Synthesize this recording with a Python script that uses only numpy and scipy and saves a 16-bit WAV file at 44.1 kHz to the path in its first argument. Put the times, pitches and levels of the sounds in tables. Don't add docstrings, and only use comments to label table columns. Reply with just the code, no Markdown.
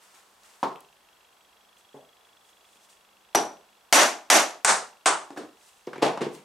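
import sys
import numpy as np
from scipy import signal
from scipy.io import wavfile
from scipy.ndimage import uniform_filter1d

SR = 44100
rng = np.random.default_rng(int(sys.argv[2]) if len(sys.argv) > 2 else 0)


def elevation(decibels):
    levels = np.asarray(decibels, float)
    return 10 ** (levels / 20)


def log_audio(samples):
    frames = np.atleast_2d(samples).T
    limited = np.clip(frames, -1, 1)
    pcm = np.round(limited * 32767).astype(np.int16)
    wavfile.write(sys.argv[1], SR, pcm)


N = 284004

BAND_EDGES_HZ = 22.5 * 2 ** np.arange(0, 9.8, 1 / 3)
CENTRES_HZ = np.sqrt(BAND_EDGES_HZ[1:] * BAND_EDGES_HZ[:-1])

# freq_hz, t60_s
ROOM_T60 = [(100, 0.45), (260, 0.37), (700, 0.39), (1840, 0.32), (4850, 0.33), (12800, 0.27)]
# freq_hz, likeness (1 = mono)
LIKENESS = [(60, 0.93), (150, 1), (380, .92), (950, 0.66), (2380, 0.64), (5980, 0.73), (15000, 1)]
# freq_hz, level_db
AIR_COLOUR = [(18, -44), (32, -11), (62, -6), (100, -11), (145, -9), (194, -9.5), (245, -7.5), (404, -1.5),
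              (449, -2), (913, 4), (2350, -6.5), (2980, -6.5), (3310, -4.5), (3670, -7), (14800, -16),
              (16000, -29)]
# pitch_hz, rms_db
WHINES = [(202, -83.5), (7812, -82)]
# peak_s, hiss_db, rise_20db_s, fall_20db_s
RUSTLES = [(.02, -62, .05, .7), (.145, -60, .02, .3), (.45, -60, .09, .5), (1.785, -64, .012, .1),
           (1.96, -70, .15, .1), (2.26, -70, .06, .08), (2.5, -66, .2, .08), (2.77, -65, .5, .03),
           (2.845, -60, .08, .05), (2.902, -59, .02, .14), (5.64, -61, .13, .5), (5.69, -59, .15, .03),
           (6.35, -55, .07, .12)]
# freq_hz, level_db
CLOTH_COLOUR = [(880, -35), (1500, -5), (1620, -8.5), (3090, 1.5), (3350, 0.5), (4730, 1), (8320, 4.5),
                (16000, -16.5)]
# start_s, peak_db, pitch_hz
SNAPS = [(0.1423, -51, 1620), (0.156, -45, 2300), (0.2028, -54, 1670), (0.4338, -47, 6800),
         (0.5368, -50, 3500), (0.7586, -37, 2900), (0.7864, -62, 1510), (0.8058, -41, 11000),
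         (1.7713, -53, 3330), (2.2696, -50, 1900), (2.615, -57, 3330), (2.6442, -49, 3250),
         (2.757, -49, 2400), (2.8975, -52, 7240), (5.306, -32, 1510), (5.3731, -28.5, 1730),
         (5.378, -34, 3900), (5.4022, -38, 1700), (5.4354, -54, 2010), (5.8698, -39, 5700),
         (5.9305, -43, 1530), (5.9803, -36, 2200), (6.175, -20, 900), (6.336, -46, 9000), (6.35, -40, 6200)]

# start_s, peak_db, spot_hz, echo_share_db, body_ring_db
SET_DOWN = [
    (0.629, -13, 1000, -6.5, -1),
]
NUDGED = [
    (1.943, -38, 700, -4, 2),
    (1.965, -44, 160, -6, 2),
]
BLOCK_SLIP = [
    (5.304, -33, 357, -7, 0),
    (5.362, -35, 1370, -2, -2.3),
    (5.374, -25, 304, -7, -1),
    (5.376, -35, 3700, -2, -8),
    (5.401, -40, 1500, -6, -2),
    (5.433, -33, 392, -10, 0),
]
LAID_DOWN = [(5.872, -28.5, 400, -9, 4.5), (5.93, -27, 1500, -8, -10), (5.957, -29, 900, -14.5, -7),
             (5.981, -37, 2100, -3, 5), (6.018, -19, 385, -6.5, -5), (6.023, -8, 600, -3, -2.5),
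             (6.078, -18.5, 347, -20.5, -9), (6.173, -23, 1000, -9, -14), (6.207, -22, 335, -7, -3),
             (6.214, -17, 330, -6, 0), (6.263, -31, 260, -20, 8), (6.348, -40, 2500, -2, -5)]
# start_s, strength_db (before limiter), echo_share_db, vice_ring_db, jaw_landing_ms
BLOWS = [
    (3.348, -7.5, -8.5, -5, 4.2),
    (3.9256, 7, -4, -4, 8.5),
    (4.3006, 8.5, -9.5, -8, 9.5),
    (4.647, 7.5, -13, -21, 8),
    (5.058, -11.5, -0.5, -15, 7),
]

# freq_hz, level_db_per_hz
MOULD_FOOT_COLOUR = [(53, -75), (90, -48.5), (153, -5.5), (333, -13), (403, 3.5), (439, -14), (519, -3.5),
                     (565, -5), (1000, -4.5), (1560, -20), (4480, -27), (14000, -51.5)]
NUDGE_COLOUR = [(35, -79), (60, -49), (151, -10), (356, -7), (403, -14), (446, 2), (842, -7), (1190, -19),
                (8000, -40), (10400, -71), (17600, -120)]
BLOCK_COLOUR = [(35, -69), (60, -42), (303, 2.5), (644, -3), (772, -11), (1090, -4.5), (1370, -9),
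                (2470, -20.5), (8100, -23.5), (14000, -52.5)]
BENCH_TOP_COLOUR = [(35, -78), (60, -48), (143, 0.5), (188, 4.5), (348, 2.5), (886, 2.5), (1340, -6),
                    (2840, -11), (9080, -29), (14000, -50.5)]
FIRST_BLOW_COLOUR = [(59, -53), (100, -29.5), (376, -6), (408, -7.5), (443, -13.5), (759, -2.5), (972, -9),
                     (1080, -10), (1960, -20.5), (8700, -27), (11600, -35.5), (14000, -93.5)]
HARD_BLOW_COLOUR = [(59, -60.5), (100, -45.5), (295, -4), (492, -10.5), (621, 1), (1950, -2), (2690, -5.5),
                    (4870, -10), (5900, -4), (12700, -18), (15000, -83), (16000, -75)]
LATE_BLOW_COLOUR = [(59, -60), (100, -27.5), (224, -11.5), (275, -13), (523, -2.5), (580, -4.5), (774, 4),
                    (1010, 3), (1410, 5), (2970, -8.5), (8520, -1.5), (14000, -59)]
LAST_BLOW_COLOUR = [(59, -65), (100, -32), (254, -20.5), (299, -10.5), (523, -12), (656, -4.5), (1170, -2),
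                    (2680, -15), (2970, -11.5), (3890, -19), (8700, -12.5), (12400, -40)]

# freq_hz, level_db, t60_s (as heard in the room)
MOULD_ON_VICE_MODES = [(278.6, -5.5, 0.5), (420, -8.5, 0.62), (565, -1, 0.29), (643, -13, 1.04),
                       (888, -0.5, 0.09), (917, 9.5, 0.097), (1080, -7.5, 0.25), (1870, -24.5, 0.19),
                       (2490, -22, 0.34)]
MOULD_HELD_MODES = [(159, -6, 0.6), (268, -1.5, 0.44), (412, 3.5, 0.67), (497, -22, 0.89), (820, -16, 0.36),
                    (1001, -13, 0.31)]
CAST_BLOCK_MODES = [(312, 6, 0.2), (790, 7.5, 0.072), (1520, -3, .1), (1690, -10, 0.084), (2000, -14, .08),
                    (2520, -14, .06), (3898, -4, 0.04), (4450, -6, 0.04), (4861, -12, 0.04)]
BENCH_MODES = [(146, -11, .3), (258, -5, .25), (345, 1, 0.25), (425, -2, .4), (493.4, -2, 0.31),
               (913, -15, 0.35), (1600, -23, 0.89), (1960, -38, 0.24), (2200, -17, 0.21), (2196, -37, 0.63)]
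MOULD_MODES = [(411, -11.5, 0.76), (483, -16, 0.78), (775, 3.5, 0.1), (1360, -8.5, 0.17),
               (1854, -37.5, 0.75), (2215, -17.5, 0.13), (3190, -37, 0.32), (4506, -16.5, 0.21)]
VICE_MODES = [(5720, -3, .06), (5820, -2, .09), (5880, -1, .11), (5960, -4, .05), (8440, -7, .025),
              (11380, 2, .03)]


def rms_one(x):
    return x / np.sqrt(np.mean(x ** 2) + 1e-20)


def at_hz(points, hz):
    table = np.array(points)
    return np.interp(np.log(hz), np.log(table[:, 0]), table[:, 1])


def add(track, start_s, sound):
    i = round(start_s * SR)
    track[..., i:i + sound.shape[-1]] += sound[..., :N - i]


def drift(rate_hz):
    knots = rng.standard_normal(400)
    return np.interp(np.arange(N) / SR * rate_hz, np.arange(400), knots)


def noise_bands():
    white = rng.standard_normal((2, 2, N + 20000))
    bands = []
    for k, pair in enumerate(zip(BAND_EDGES_HZ, BAND_EDGES_HZ[1:])):
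        band = signal.butter(2, pair, "band", fs=SR, output="sos")
        bands.append(signal.sosfilt(band, white[k % 2]))
    return np.array(bands, dtype=np.float32)


def stereo(mid_side, gains, spread):
    alike = np.clip(at_hz(LIKENESS, CENTRES_HZ) - spread, -1, 1)
    mid = np.float32(gains * np.sqrt(1 + alike)) @ mid_side[:, 0]
    side = np.float32(gains * np.sqrt(1 - alike)) @ mid_side[:, 1]
    return np.array([mid + side, mid - side])


def ring(push, hz, t60_s):
    r, w = elevation(-60 / (t60_s * SR)), 2 * np.pi * hz / SR
    return signal.lfilter([0, np.sin(w)], [1, -2 * r * np.cos(w), r * r], push + 1e-18)


def struck(modes, push_s, damping):
    t = np.arange(9000) / SR
    push = t * np.exp(-t / push_s) * (t < 12 * push_s)
    body = np.zeros(len(t))
    for hz, db, t60_s in modes:
        gain = elevation(db + rng.normal(0, 1.1)) * rng.choice([-1, 1])
        body += gain * ring(push, hz, min(t60_s, .5) * damping)
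    return body / np.abs(body).max()


def knock(noise, colour_db, rise_s, contact_s, echo_db, size):
    t = np.arange(size, dtype=np.float32) / SR
    centres = CENTRES_HZ[:, None]
    gains = elevation(colour_db)
    bass_lag_s = .012 * (150 / centres) ** 2
    short_s = np.maximum(contact_s, 0.81 / centres)
    crack = (1 - np.exp(-t / (rise_s + 0.6 / centres + bass_lag_s))) * np.exp(-t / short_s)

    echoes = elevation(echo_db - 60 * t / at_hz(ROOM_T60, centres))
    echoes = echoes * (1 - np.exp(-t / (short_s + 0.00073 + bass_lag_s)))
    lumps = rng.standard_normal((len(CENTRES_HZ) // 3 + 1, 60)).repeat(3, axis=0)[:len(CENTRES_HZ)]
    ragged = np.array([np.interp(t * 110, np.arange(60), row) for row in lumps])
    echoes = echoes * elevation(1.2 * ragged)

    start = rng.integers(20000, N - 20000)
    piece = noise[:, :, start:start + size]
    direct = stereo(piece * np.float32(crack[:, None]), gains, -0.42)
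    reflected = stereo(piece[:, :, ::-1] * np.float32(echoes[:, None]), gains, 0.017)
    return (direct + reflected) / np.sqrt(gains ** 2 @ CENTRES_HZ / SR)


def workshop(x, wet_db):
    t = np.arange(18000) / SR
    envelope = elevation(-60 * t / 0.32) * (1 - np.exp(-t / 0.0047))
    mid, side = rng.standard_normal((2, len(t))) * envelope
    dull = signal.butter(2, 8000, fs=SR, output="sos")
    tail = signal.sosfilt(dull, [mid + 0.51 * side, mid - 0.17 * side])
    return x + elevation(wet_db) * signal.fftconvolve(x[None], tail, axes=1)[:, :N]


def room_air(noise):
    return elevation(-61.5) * rms_one(stereo(noise, elevation(at_hz(AIR_COLOUR, CENTRES_HZ)), 0.17))


def electric_whine():
    t = np.arange(N) / SR
    return sum(elevation(db + 1.5 + 2.5 * drift(11)) * np.sin(2 * np.pi * hz * t) for hz, db in WHINES)


def focus_motor():
    start_s, rate_hz = .7275, 24.983
    hunt_s, hunt_width_s, hunt_db = 2.1, 1.0, 6.5
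    out, t = np.zeros(N), np.arange(900) / SR
    click = (t == 0) * 1.
    tick = ring(click, 2750, 0.013) + 0.31 * ring(click, 3880, 0.023) + .3 * ring(click, 6100, .004)
    swell_shape = t / 0.0033 * np.exp(1 - t / 0.005 - (t / 0.0063) ** 2)
    for s in np.arange(start_s, 6.4, 1 / rate_hz):
        luck = rng.normal(0, 1, 4)
        effort_db = hunt_db * (np.exp(-((s - hunt_s) / hunt_width_s) ** 2) - .5)
        hz = 3335 + 80 * np.clip(s - hunt_s, -2, .4) + 25 * luck[3]
        swell = swell_shape * np.sin(2 * np.pi * hz * t)
        low_db = -54.5 - .5 * effort_db
        add(out, s, elevation(low_db + 2.1 * luck[0]) * tick)
        add(out, s + 0.023, elevation(low_db - 12 + 5.2 * luck[1]) * tick)
        add(out, s + 0.00141, elevation(-60.5 + effort_db + 1.2 * luck[2]) * swell)
    return out * elevation([[-1.5], [1.5]])


def rustle(noise):
    t = np.arange(N) / SR
    carry_end_s, carry_rub_db, later_rub_db = .62, 0, -9
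    swells_db = [db - 20 * np.maximum((s - t) / rise_s, (t - s) / fall_s)
                 for s, db, rise_s, fall_s in RUSTLES]
    hiss_db = np.max(swells_db, axis=0)
    rub_db = hiss_db + np.where(t < carry_end_s, carry_rub_db, later_rub_db)
    cloth_gains = elevation(at_hz(CLOTH_COLOUR, CENTRES_HZ)) * (CENTRES_HZ > 1400)
    hiss = rms_one(stereo(noise, cloth_gains, 0.067))
    rub = rms_one(stereo(noise, elevation(-9 * np.abs(np.log2(CENTRES_HZ / 1100))), 0.11))
    return elevation(hiss_db + 1.5 * drift(60)) * hiss + elevation(rub_db) * rub


def snaps():
    out, fade = np.zeros(N), np.exp(-np.arange(1500) / 70)
    for s, peak_db, hz in SNAPS:
        puff = rng.standard_normal(1500) * fade
        broad = signal.butter(2, [hz / 2, min(3.5 * hz, 16000)], "band", fs=SR, output="sos")
        snap = ring(puff, min(hz, 15500), 7 / hz) + 0.95 * signal.sosfilt(broad, puff)
        add(out, s, elevation(peak_db) * snap / np.abs(snap).max())
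    return out


def contacts(noise, events, colour, modes, rise_s, contact_s, tilt_db):
    cracks, rings = np.zeros((2, N)), np.zeros(N)
    first_peak_db = events[0][1]
    for s, peak_db, hz, echo_db, body_db in events:
        spot_db = 7 * np.exp(-(np.log2(CENTRES_HZ / hz) / 0.55) ** 2)
        slope_db = tilt_db + .07 * (peak_db - first_peak_db)
        colour_db = at_hz(colour, CENTRES_HZ) + spot_db + slope_db * np.log2(CENTRES_HZ / 1000)
        size = 15000 if peak_db > -21 else 8000
        crack = knock(noise, colour_db, rise_s, contact_s, echo_db, size)
        add(cracks, s, elevation(peak_db - 4.5) * crack)
        add(rings, s, elevation(peak_db + body_db) * struck(modes, 0.00005, damping=0.26))
    return cracks, rings


def mallet(noise):
    mould_ring_db, tick_db, tick_decay_s = -9, -30, .002
    cracks, rings = np.zeros((2, N)), np.zeros(N)
    tick_fade = np.exp(-np.arange(600) / SR / tick_decay_s)
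    colours = [FIRST_BLOW_COLOUR, HARD_BLOW_COLOUR, HARD_BLOW_COLOUR, LATE_BLOW_COLOUR, LAST_BLOW_COLOUR]
    for (s, blow_db, echo_db, vice_db, jump_ms), colour in zip(BLOWS, colours):
        dull = signal.butter(10, .86 * colour[-1][0], fs=SR, output="sos")
        crack = knock(noise, at_hz(colour, CENTRES_HZ), 0.00013, 0.007, echo_db, size=18000)
        add(cracks, s, elevation(blow_db) * signal.sosfilt(dull, crack))
        add(rings, s, elevation(blow_db + mould_ring_db) * struck(MOULD_MODES, .00008, damping=0.25))
        vice = struck(VICE_MODES, .00002, damping=0.8)
        add(rings, s + jump_ms / 1000, elevation(blow_db + vice_db) * vice)
        tick = np.diff(rng.standard_normal(600) * tick_fade, 2)
        add(cracks, s, elevation(blow_db + tick_db) * tick)
    return cracks, rings


def scene():
    noise = noise_bands()
    background = room_air(noise[:, :, 20000:]) + electric_whine() + focus_motor() + rustle(noise[:, :, :N])
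    struck_things = [
        contacts(noise, SET_DOWN, MOULD_FOOT_COLOUR, MOULD_ON_VICE_MODES, 0.00051, 0.012, tilt_db=1.3),
        contacts(noise, NUDGED, NUDGE_COLOUR, MOULD_HELD_MODES, .0008, 0.0035, tilt_db=1.2),
        mallet(noise),
        contacts(noise, BLOCK_SLIP, BLOCK_COLOUR, CAST_BLOCK_MODES, 0.00016, .0025, tilt_db=.3),
        contacts(noise, LAID_DOWN, BENCH_TOP_COLOUR, BENCH_MODES, 0.0017, 0.007, tilt_db=.6)]
    cracks, rings = (sum(part) for part in zip(*struck_things))
    knocks = cracks + workshop(rings + snaps(), -34.5)
    low_cut = signal.butter(8, 128, "high", fs=SR, output="sos")
    return background + signal.sosfilt(low_cut, knocks)


def limiter(x):
    over_db = np.maximum(20 * np.log10(np.abs(x).max(axis=0) + 1e-9) + 5, 0)
    release_db = 400 * np.arange(N) / SR
    held_db = np.maximum.accumulate(over_db + release_db) - release_db
    return x * elevation(-.96 * uniform_filter1d(np.roll(held_db, -12), size=25))


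def starve(x, under_db):
    _, _, z = signal.stft(x, SR, nperseg=1024)
    power = (np.abs(z) ** 2).sum(axis=0)
    treble = power[46:].sum(axis=0)
    for low in range(230, 390, 8):
        bar = treble * elevation(-2 * under_db + rng.normal(0, 5, power.shape[1]))
        z[:, low:low + 8] *= power[low:low + 8].sum(axis=0) > bar
    return signal.istft(z, SR, nperseg=1024)[1][:, :N]


def low_pass(x):
    return signal.sosfilt(signal.butter(12, 16460, fs=SR, output="sos"), x)


def record(dry):
    left, right = limiter(dry)
    side_cut = signal.butter(5, 10500, fs=SR, output="sos")
    side = signal.sosfiltfilt(side_cut, left - right) / 2
    x = (left + right) / 2 + side * [[1], [-1]]
    x = signal.sosfilt(signal.cheby2(18, 60, 16450, fs=SR, output="sos"), x)
    mix = starve(x, under_db=39)
    return low_pass(mix)


dry = scene()
out = record(dry)
log_audio(out)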